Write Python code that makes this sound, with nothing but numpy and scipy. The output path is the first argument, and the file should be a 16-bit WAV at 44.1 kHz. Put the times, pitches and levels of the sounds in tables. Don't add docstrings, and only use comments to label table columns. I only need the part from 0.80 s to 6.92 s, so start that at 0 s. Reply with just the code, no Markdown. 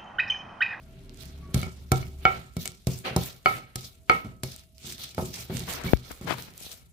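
import sys
import numpy as np
from scipy import signal
from scipy.fft import rfft, irfft, next_fast_len
from scipy.io import wavfile

SR = 44100
rng = np.random.default_rng(int(sys.argv[2]) if len(sys.argv) > 2 else 0)


def store_pcm(level_fs):
    pcm = np.round(np.clip(level_fs, -1, 1) * 32767).astype(np.int16)
    wavfile.write(sys.argv[1], SR, np.atleast_2d(pcm).T)


N = 269892

# (t/s, thud level/dB, knock level/dB, ring level/dB, crack level/dB,
# strike angle round the slab/rad, hardness/dB per octave)
BLOWS = [(0.744, -13, -53, -35.5, -17, 0.96, -3.5), (0.79, -47, -56, -44, -47, 0.76, 0),
         (0.83, -25.5, -35, -36, -32, 1, 5.5), (0.866, -36, -40, -46.5, -43, 0.91, -1),
         (1.118, -10, -18.5, -21, -12.5, 1.07, -10), (1.228, -32.5, -64, -44.5, -47, 0.71, 7.5),
         (1.453, -27, -14, -8.5, -36, 1.19, -3.5), (1.767, -18.5, -43.5, -45.5, -27.5, 0.83, 5),
         (1.856, -43, -38.5, -46.5, -20.5, 1, 13.5), (2.07, -17.5, -27, -49, -21, 0.3, 14.5),
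         (2.309, -27.5, -52, -61.5, -55, .8, -4), (2.363, -12.5, -16.5, -29.5, -15, .8, -10),
         (2.659, -35, -14, -12, -34, 0.68, 0.5), (2.957, -24.5, -48, -40.5, -18.5, 0.33, -12),
         (3.297, -31.5, -12, -8.5, -27, 0.39, -1.5), (3.447, -30.5, -52, -48, -49, 1, -5),
         (3.634, -26.5, -33.5, -49.5, -19, 0.36, 16.5), (4.045, -36, -66, -53, -49, 0.88, -6),
         (4.347, -64, -56, -58, -33.5, 1.1, 2), (4.38, -23.5, -19, -30, -49, 0.25, -13),
         (4.392, -23.5, -24.5, -59, -50, .2, -10), (4.425, -21, -37, -54, -50, .2, -7),
         (4.698, -24.5, -33, -47, -63, 0.84, -19), (5.044, -20, -50, -47, -49, .8, -6),
         (5.412, -28, -42, -51, -39.5, .8, -7)]


def from_db(db):
    return 10 ** (np.asarray(db) / 20)


def rms_one(x):
    return x / np.sqrt(np.mean(x ** 2) + 1e-20)


def in_time(rows):
    s, *columns = np.transpose(rows)
    return [np.interp(np.arange(N) / SR, s, c) for c in columns]


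def at_hz(points, hz):
    table_hz, values = np.transpose(points)
    return np.interp(np.log(hz), np.log(table_hz), values)


def drift(rate_hz):
    r = np.exp(-2 * np.pi * rate_hz * 40 / SR)
    noise = rng.standard_normal(N // 40 + 2002)
    slow = signal.lfilter([1], [1, -2 * r, r * r], noise)[2000:]
    return np.interp(np.arange(N) / 40, np.arange(len(slow)), rms_one(slow))


def ring(drive, hz, t60, lead=0):
    r, w = from_db(-60 / (t60 * SR)), 2 * np.pi * hz / SR
    return signal.lfilter([np.sin(lead), r * np.sin(w - lead)], [1, -2 * r * np.cos(w), r * r], drive + 1e-18)


def dying(drive, t60):
    return signal.lfilter([1], [1, -from_db(-60 / (t60 * SR))], drive)


def clicks(times, sizes):
    out = np.zeros(N)
    np.add.at(out, (np.asarray(times) * SR).astype(int), sizes)
    return out


def filtered(x, hz, kind, order=2):
    return signal.sosfilt(signal.butter(order, hz, kind, fs=SR, output="sos"), x)


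def swells(start, rise, hold, level_db, fade_db_per_s, pan_db=0):
    rise_db = 28
    out, t = np.zeros((2, N)), np.arange(N) / SR
    events = np.broadcast_arrays(start, np.asarray(rise) + .001, hold, level_db, pan_db)
    for s, up, on, db, pan in zip(*events):
        end = s + up + on + 60 / fade_db_per_s
        i = slice(round(s * SR), round(end * SR))
        loss = rise_db * np.clip(1 - (t[i] - s) / up, 0, 1)
        loss = loss + fade_db_per_s * np.maximum(t[i] - s - up - on, 0)
        out[:, i] += from_db(db - loss + pan / 2 * np.array([[1], [-1]]))
    return out


def coloured(spectrum, patchy_db, grain_db):
    # (f/Hz, left-right correlation)
    likeness = [(60, 0.5), (300, 0.38), (1000, 0.13), (3000, 0.13), (12000, 0.018)]
    out, edges = 0, 25 * 2 ** np.arange(0, 9.6, .5)
    white = rng.standard_normal((2, 2, N)) * from_db(grain_db * drift(46))
    for k, (low, high) in enumerate(zip(edges, edges[1:])):
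        hz = np.sqrt(low * high)
        if spectrum[0][0] / 2 < hz < spectrum[-1][0] * 2:
            mid, side = filtered(white[k % 2], [low, high], "band")
            alike = np.clip(at_hz(likeness, hz), -1, 1)
            gain = from_db(at_hz(spectrum, hz) + patchy_db * drift(12.0))
            out = out + gain * (np.sqrt(1 + alike) * mid + np.sqrt(1 - alike) * side * [[1], [-1]])
    return rms_one(out)


def slab(rubbing):
    # (f/Hz, left relative level/dB, right relative level/dB, t60/s,
    # member: 0 or 1 of a pair, 2 alone, right port's phase lead/rad)
    modes = [(737, -14, -14, 0.078, 0, 1.2), (759, -7, -8, 0.098, 1, 0.21),
             (995, -15.5, -15.5, 0.038, 2, 0.73), (1260, -50, -21.5, 0.1, 2, 0.17),
             (1284.5, -6.5, 4, 0.24, 0, 2.17), (1358, -9.5, 2, 0.23, 1, 1.69),
             (1482, -15, -29.5, 0.05, 2, 0.7), (1896, -28.5, -16, 0.16, 2, 5.4),
             (2195, 0, -10.5, 0.07, 0, 2.9), (2239, -3, -3, 0.19, 1, 0.85),
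             (2400, -38, -15.5, 0.093, 2, .5), (2965, -8.5, -11.5, 0.075, 1, .8),
             (4290, -17.5, -18, .1, 0, 0.74), (4700, -19, -21.5, 0.059, 2, 0.27)]
    s, _, _, ring_db, _, angle, hardness_db = np.transpose(BLOWS)
    share = [np.cos(angle), np.sin(angle), 1]
    spread_db = rng.normal(0, 1, (len(s), len(modes)))
    out = 0
    for k, (hz, left_db, right_db, t60, member, lead) in enumerate(modes):
        tilt_db = hardness_db * np.log2(hz / 1300)
        sizes = from_db(ring_db + tilt_db + spread_db[:, k]) * share[round(member)]
        drive = clicks(s, sizes) + rubbing

        def both_ports(decay_s):
            return np.array([ring(drive, hz, decay_s), ring(drive, hz, decay_s, lead)])

        early = from_db(7.0) * both_ports(0.58 * t60)
        late = from_db(-21) * both_ports(3.2 * t60)
        out = out + (both_ports(t60) + early + late) * from_db([[left_db - 7.5], [right_db - 11.5]])
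    return filtered(out, 5200, "low")


def thuds(rocking):
    # (f/Hz, relative level/dB, t60/s)
    bounces = [(131.7, 0.5, 0.12), (171.3, -0.5, 0.1), (221.3, 0, 0.05), (284, -3.5, 0.027),
               (365.3, -7, 0.12), (440, -10.5, 0.059), (523, -13.5, 0.084), (625.5, -7.5, 0.047)]
    s, thud_db, knock_db = np.transpose(BLOWS)[:3]
    spread_db = rng.normal(0, 3.9, (len(s), len(bounces)))
    out = 0
    for k, (hz, level_db, t60) in enumerate(bounces):
        tilt_db = 0.33 * (knock_db - thud_db + 11.0) * np.log2(hz / 150)
        drive = clicks(s, from_db(thud_db + tilt_db + spread_db[:, k])) + rocking
        out = out + from_db(level_db) * ring(drive, hz, t60)
    return 0.41 * filtered(out, 900, "low") * from_db([[-0.3], [0.3]])


def cracks():
    s, _, knock_db, ring_db, crack_db = np.transpose(BLOWS)[:5]
    crack = dying(clicks(s, from_db(crack_db)), t60=0.02) * rng.standard_normal((2, N))
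    crack = filtered(crack, [2500, 11000], "band", order=1) * from_db([[-1.5], [1.5]])
    knock = dying(clicks(s, from_db(knock_db + 6.0)), t60=0.089) * rng.standard_normal(N)
    knock = filtered(knock, [330, 950], "band", order=3)
    clatter = dying(clicks(s, from_db(ring_db - 12)), t60=0.2) * rng.standard_normal((2, N))
    clatter = filtered(clatter, [650, 3200], "band", order=5)
    return crack + knock + clatter


def stroke_levels():
    # (t/s, rise/s, hold/s, hiss level/dB, crunch level/dB,
    # rumble level/dB, left-right level/dB), relative levels
    strokes = [(0.333, 0.074, 0.021, -47.5, -70, -71, -10), (0.732, 0.009, 0.073, -42.5, -54, -56, -6.5),
               (1.108, 0.0095, 0.065, -46.5, -53.5, -29.5, -6),
               (1.38, 0.082, 0.1, -51.5, -49.5, -39.5, -6.5),
               (1.754, 0.054, 0.055, -44, -62.5, -47.5, -2.5), (2.061, 0.0077, 0.09, -44, -61, -40, -0.5),
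               (2.238, .012, 0.016, -60, -32.5, -42, -1), (2.351, .015, 0.11, -41, -54, -44.5, -2),
               (2.644, 0.028, 0.061, -43.5, -42.5, -39, 0), (2.948, 0.011, 0.099, -47, -66.5, -51.5, 0.5),
               (3.274, 0.036, 0.038, -48, -42, -35, -2), (3.432, 0.014, 0.014, -68, -66, -33, -6.5),
               (3.624, 0.014, 0.1, -43.5, -61, -52.5, -0.5), (3.945, .13, 0.033, -37.5, -57, -41.5, -1.5),
               (4.165, 0.018, 0.081, -40.5, -58.5, -52.5, -0.5), (4.332, 0.053, .08, -41.5, -65, -34.5, -1),
               (4.509, 0.031, 0.053, -39, -51.5, -43.5, -1), (4.681, 0.022, .11, -57.5, -51.5, -31.5, 5),
               (4.707, 0.054, 0.012, -38.5, -79, -61, -9), (4.857, 0.037, 0.039, -37, -43, -51, -7.5),
               (5.025, 0.023, 0.056, -44.5, -55.5, -31.5, -9.5), (5.163, 0.031, 0.016, -62, -69, -74, -3),
               (5.222, 0.026, 0.07, -50.5, -59, -62, -6), (5.4, 0.017, 0.067, -60, -57, -29.5, .5),
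               (5.424, 0.043, 0.17, -48, -60.5, -48, -3), (5.736, 0.082, 0.03, -43, -66, -58, .5),
               (5.886, 0.027, 0.022, -48, -59, -63, 4)]
    # (t/s, hiss level/dB, crunch level/dB, rumble level/dB), relative levels
    lull = [(0, -64.5, -67, -48), (.7, -65, -63, -40.5), (1.1, -63, -69, -49.5), (2, -64, -79.5, -61),
            (3, -76.5, -70, -72.5), (3.9, -76, -106, -78.5), (4.4, -77, -80, -79), (5.8, -71.5, -61.5, -58),
            (6.12, -90.5, -87, -68)]
    start, rise, hold, hiss_db, crunch_db, rumble_db, pan_db = np.transpose(strokes)
    s, thud_db = np.transpose(BLOWS)[:2]
    hiss, crunch, rumble = from_db(in_time(lull))
    hiss = hiss + swells(start, rise, hold, hiss_db, fade_db_per_s=195, pan_db=pan_db)
    crunch = crunch + swells(start, rise, hold, crunch_db, fade_db_per_s=164, pan_db=pan_db)
    rumble = rumble + swells(start, rise, hold, rumble_db, fade_db_per_s=147)[0]
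    rumble = rumble + swells(s, 0.0082, 0, thud_db - 8, fade_db_per_s=326.5)[0]
    return hiss, crunch, rumble


def grind(hiss, crunch, rumble, grit):
    # (f/Hz, relative level per Hz/dB)
    hiss_spectrum, crunch_spectrum = [(1060, -41.5), (1800, -37), (3540, 4.5), (3840, -7.5), (6840, -9.5),
                                      (10600, -14), (13800, -19.5), (15300, -8.5), (16000, -24)], [(300, 6), (600, 9), (1000, 1.5), (2000, 4), (3500, 2.5),
                                                    (5500, -13), (8000, -19.5)]
    # (t/s, level/dB)
    treble = [(0, -12), (.7, -3.5), (1.2, -1), (1.8, -1.5), (2.3, -1), (3.2, 1.5), (3.7, -2), (4.1, -7),
              (4.8, -3), (5.3, 1), (6.12, 2)]
    sizzle = coloured(hiss_spectrum, patchy_db=3.0, grain_db=2.5)
    body = filtered(sizzle, 8000, "low", order=1)
    out = hiss * (body + from_db(in_time(treble)[0]) * (sizzle - body))
    out = out + from_db(-11.5) * hiss * crackle(per_s=550.0)
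    out = out + from_db(1.5) * crunch * coloured(crunch_spectrum, patchy_db=2.0, grain_db=1.6)
    lumps = rms_one(filtered(grit, [350, 900], "band"))
    return out + from_db(-21) * rumble * lumps


def crackle(per_s):
    size_db = 8.1 * np.minimum(rng.exponential(1, N), 5)
    born = (rng.random(N) < per_s / SR) * from_db(size_db)
    puffs = dying(born, t60=0.0069)
    return rms_one(filtered(puffs * rng.standard_normal((2, N)), [2000, 11000], "band", order=1))


def snaps():
    # (t/s, relative peak level/dB, centre f/Hz, left-right level/dB)
    seeds = [(0.2949, -35.5, 3760, -12), (0.345, -37, 4500, -16), (0.4341, -29, 3560, -15),
             (1.1596, -23, 3380, -11), (1.2676, -36, 3627, -6), (1.8768, -10.5, 4460, 15.5),
             (2.189, -23, 7600, -3), (2.4877, -27, 3970, -3), (3.0094, -26.5, 7230, -6),
             (3.763, -22, 7640, 5), (3.982, -33, 4350, -13), (4.182, -28, 3600, -17),
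             (4.541, -27, 3430, -8), (4.561, -25, 6000, -6), (4.795, -16.5, 6500, -11),
             (4.805, -17, 4200, -9), (4.8888, -25, 3740, -20), (5.038, -26, 4690, -14),
             (5.1718, -29.5, 3550, -11), (5.3175, -27, 6600, -15), (5.624, -17.5, 5870, -3),
             (5.7381, -32, 4970, -6), (5.7786, -19.5, 10600, -6), (5.8348, -28, 6130, 6),
             (5.9297, -22, 9700, 3)]
    out, t = np.zeros((2, N)), np.arange(400) / SR
    for s, peak_db, hz, pan_db in seeds:
        burst = rng.standard_normal((2, 400)) * from_db(-60 * t / 0.002)
        burst = filtered(burst, [hz / 2, min(hz * 2, .45 * SR)], "band")
        gain = from_db(peak_db - 3.0 + pan_db / 2 * np.array([[1], [-1]]))
        i = round(s * SR)
        out[:, i:i + 400] += gain * burst / np.abs(burst).max()
    return out


def squeak():
    centre_s, width_s, hz, level_db = 5.086, 0.0056, 2263, -30
    t = np.arange(N) / SR - centre_s
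    swell = np.exp(-.5 * (t / width_s) ** 2)
    return from_db(level_db) * swell * np.sin(2 * np.pi * hz * t) * [[.3], [1]]


def finger():
    # (t/s, rise/s, hold/s, level/dB)
    rubs = [(4.851, 0.033, 0.22, -38.5), (5.287, .02, .005, -41), (5.456, 0.019, .06, -28),
            (5.556, 0.022, 0.019, -36), (5.653, 0.027, .005, -48.5)]
    # (t/s, relative level/dB)
    taps = [(5.1335, 3), (5.309, -26), (5.685, -36.5), (5.811, -35.5), (5.865, -33.5)]
    width_s = 0.001
    skin = filtered(rng.standard_normal(N) * from_db(3.24 * drift(64)), [150, 2000], "band")
    rubbing = swells(*np.transpose(rubs), fade_db_per_s=650)[0] * rms_one(skin)
    t = np.arange(1500) / SR
    push = np.clip(t / (0.5 * width_s), 0, 1)
    push = push - 1.72 * np.clip((t - width_s * 1.02) / (0.25 * width_s), 0, 1)
    s, tap_db = np.transpose(taps)
    tapping = signal.fftconvolve(clicks(s, from_db(tap_db)), push * np.exp(-t / 0.0092))[:N]
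    return np.outer([1, 0], rubbing + tapping)


def room(x):
    t60_s, wall_cut_hz = 0.3, 6100
    size = next_fast_len(N + SR)
    w = 2 * np.pi * np.arange(size // 2 + 1) / size
    dull = 1 / (1 + 1j * w * SR / (2 * np.pi * wall_cut_hz))
    out = []
    for lags in rng.uniform(0.01, .034, (2, 6)) * SR:
        loops = [from_db(-60 * lag / SR / t60_s) * dull * np.exp(-1j * w * lag) for lag in lags]
        response = sum(g / (1 - g) * (-1) ** k for k, g in enumerate(loops))
        out.append(irfft(rfft(x, size) * response, size)[:N])
    return np.array(out)


def engine():
    # (t/s, relative drone level/dB, relative second-order boom level/dB, whine level/dB)
    levels = [(0, -59, -52, -64.5), (.3, -44.5, -54, -69), (.55, -49, -40.5, -70), (.85, -55.5, -43.5, -93),
              (1.4, -53, -37.5, -69.5), (1.7, -67, -62, -81), (3.2, -63.5, -78, -75), (3.7, -62, -53, -69),
              (4.3, -76, -60.5, -78), (5, -48.5, -46, -95), (6.12, -84, -76, -94)]
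    # (multiple of the firing f, relative level/dB)
    orders = [(1, 16.5), (3, -19.5), (4, -8.5), (5, -20.5), (7, -13), (8, -15.5), (11, -11.5)]
    # (t/s, rise/s, hold/s, level/dB)
    whistles = [(0.566, 0.061, 0.11, -59.5)]
    firing_hz, whine_hz, whistle_hz = 35.55, 649, 1134
    drone_db, boom_db, whine_db = in_time(levels)
    phase = 2 * np.pi * np.cumsum(firing_hz * (1 + 0.0036 * drift(3.0))) / SR
    drone = 0
    for k, level_db in orders:
        drone = drone + from_db(level_db + 3.0 * drift(4.4)) * np.sin(round(k) * phase + k * k)
    boom = from_db(boom_db + 0.7 * drift(5)) * np.sin(2 * phase)
    whine = rms_one(ring(rng.standard_normal(N), whine_hz, 0.3))
    whistle = rms_one(ring(rng.standard_normal(N), whistle_hz, 0.4))
    whistle = swells(*np.transpose(whistles), fade_db_per_s=280) * whistle
    return from_db(drone_db) * drone + boom + from_db(whine_db) * whine + whistle


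def air():
    # (f/Hz, relative level per Hz/dB)
    air_spectrum = [(15, -38), (25, 2), (59, 17), (141, 4.5), (293, -6.5), (641, -24.5), (1040, -65),
                    (2160, -28.5), (12500, -19), (14800, -35), (16000, -44)]
    return from_db(-57) * coloured(air_spectrum, patchy_db=2.5, grain_db=3.5)


def scene():
    hiss, crunch, rumble = stroke_levels()
    grit = rng.standard_normal(N) * from_db(3.6 * drift(52))
    ringing = slab(from_db(-36) * crunch.mean(axis=0) * grit)
    blows = ringing + thuds(from_db(-28.5) * rumble * grit) + cracks()
    grinding = grind(hiss, crunch, rumble, grit) + snaps() + squeak()
    echoes = from_db(-15) * room(blows[0] + grinding[1])
    return blows + grinding + echoes + finger() + engine() + air()


def record(dry):
    bass_cut_hz, top_cut_hz = 52.9, 16200
    thin = filtered(dry, bass_cut_hz, "high", order=5)
    limited = np.tanh(thin + thin ** 3 / 3)
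    return signal.sosfilt(signal.cheby2(12, 60, top_cut_hz, fs=SR, output="sos"), limited)


dry = scene()
out = record(dry)
store_pcm(out)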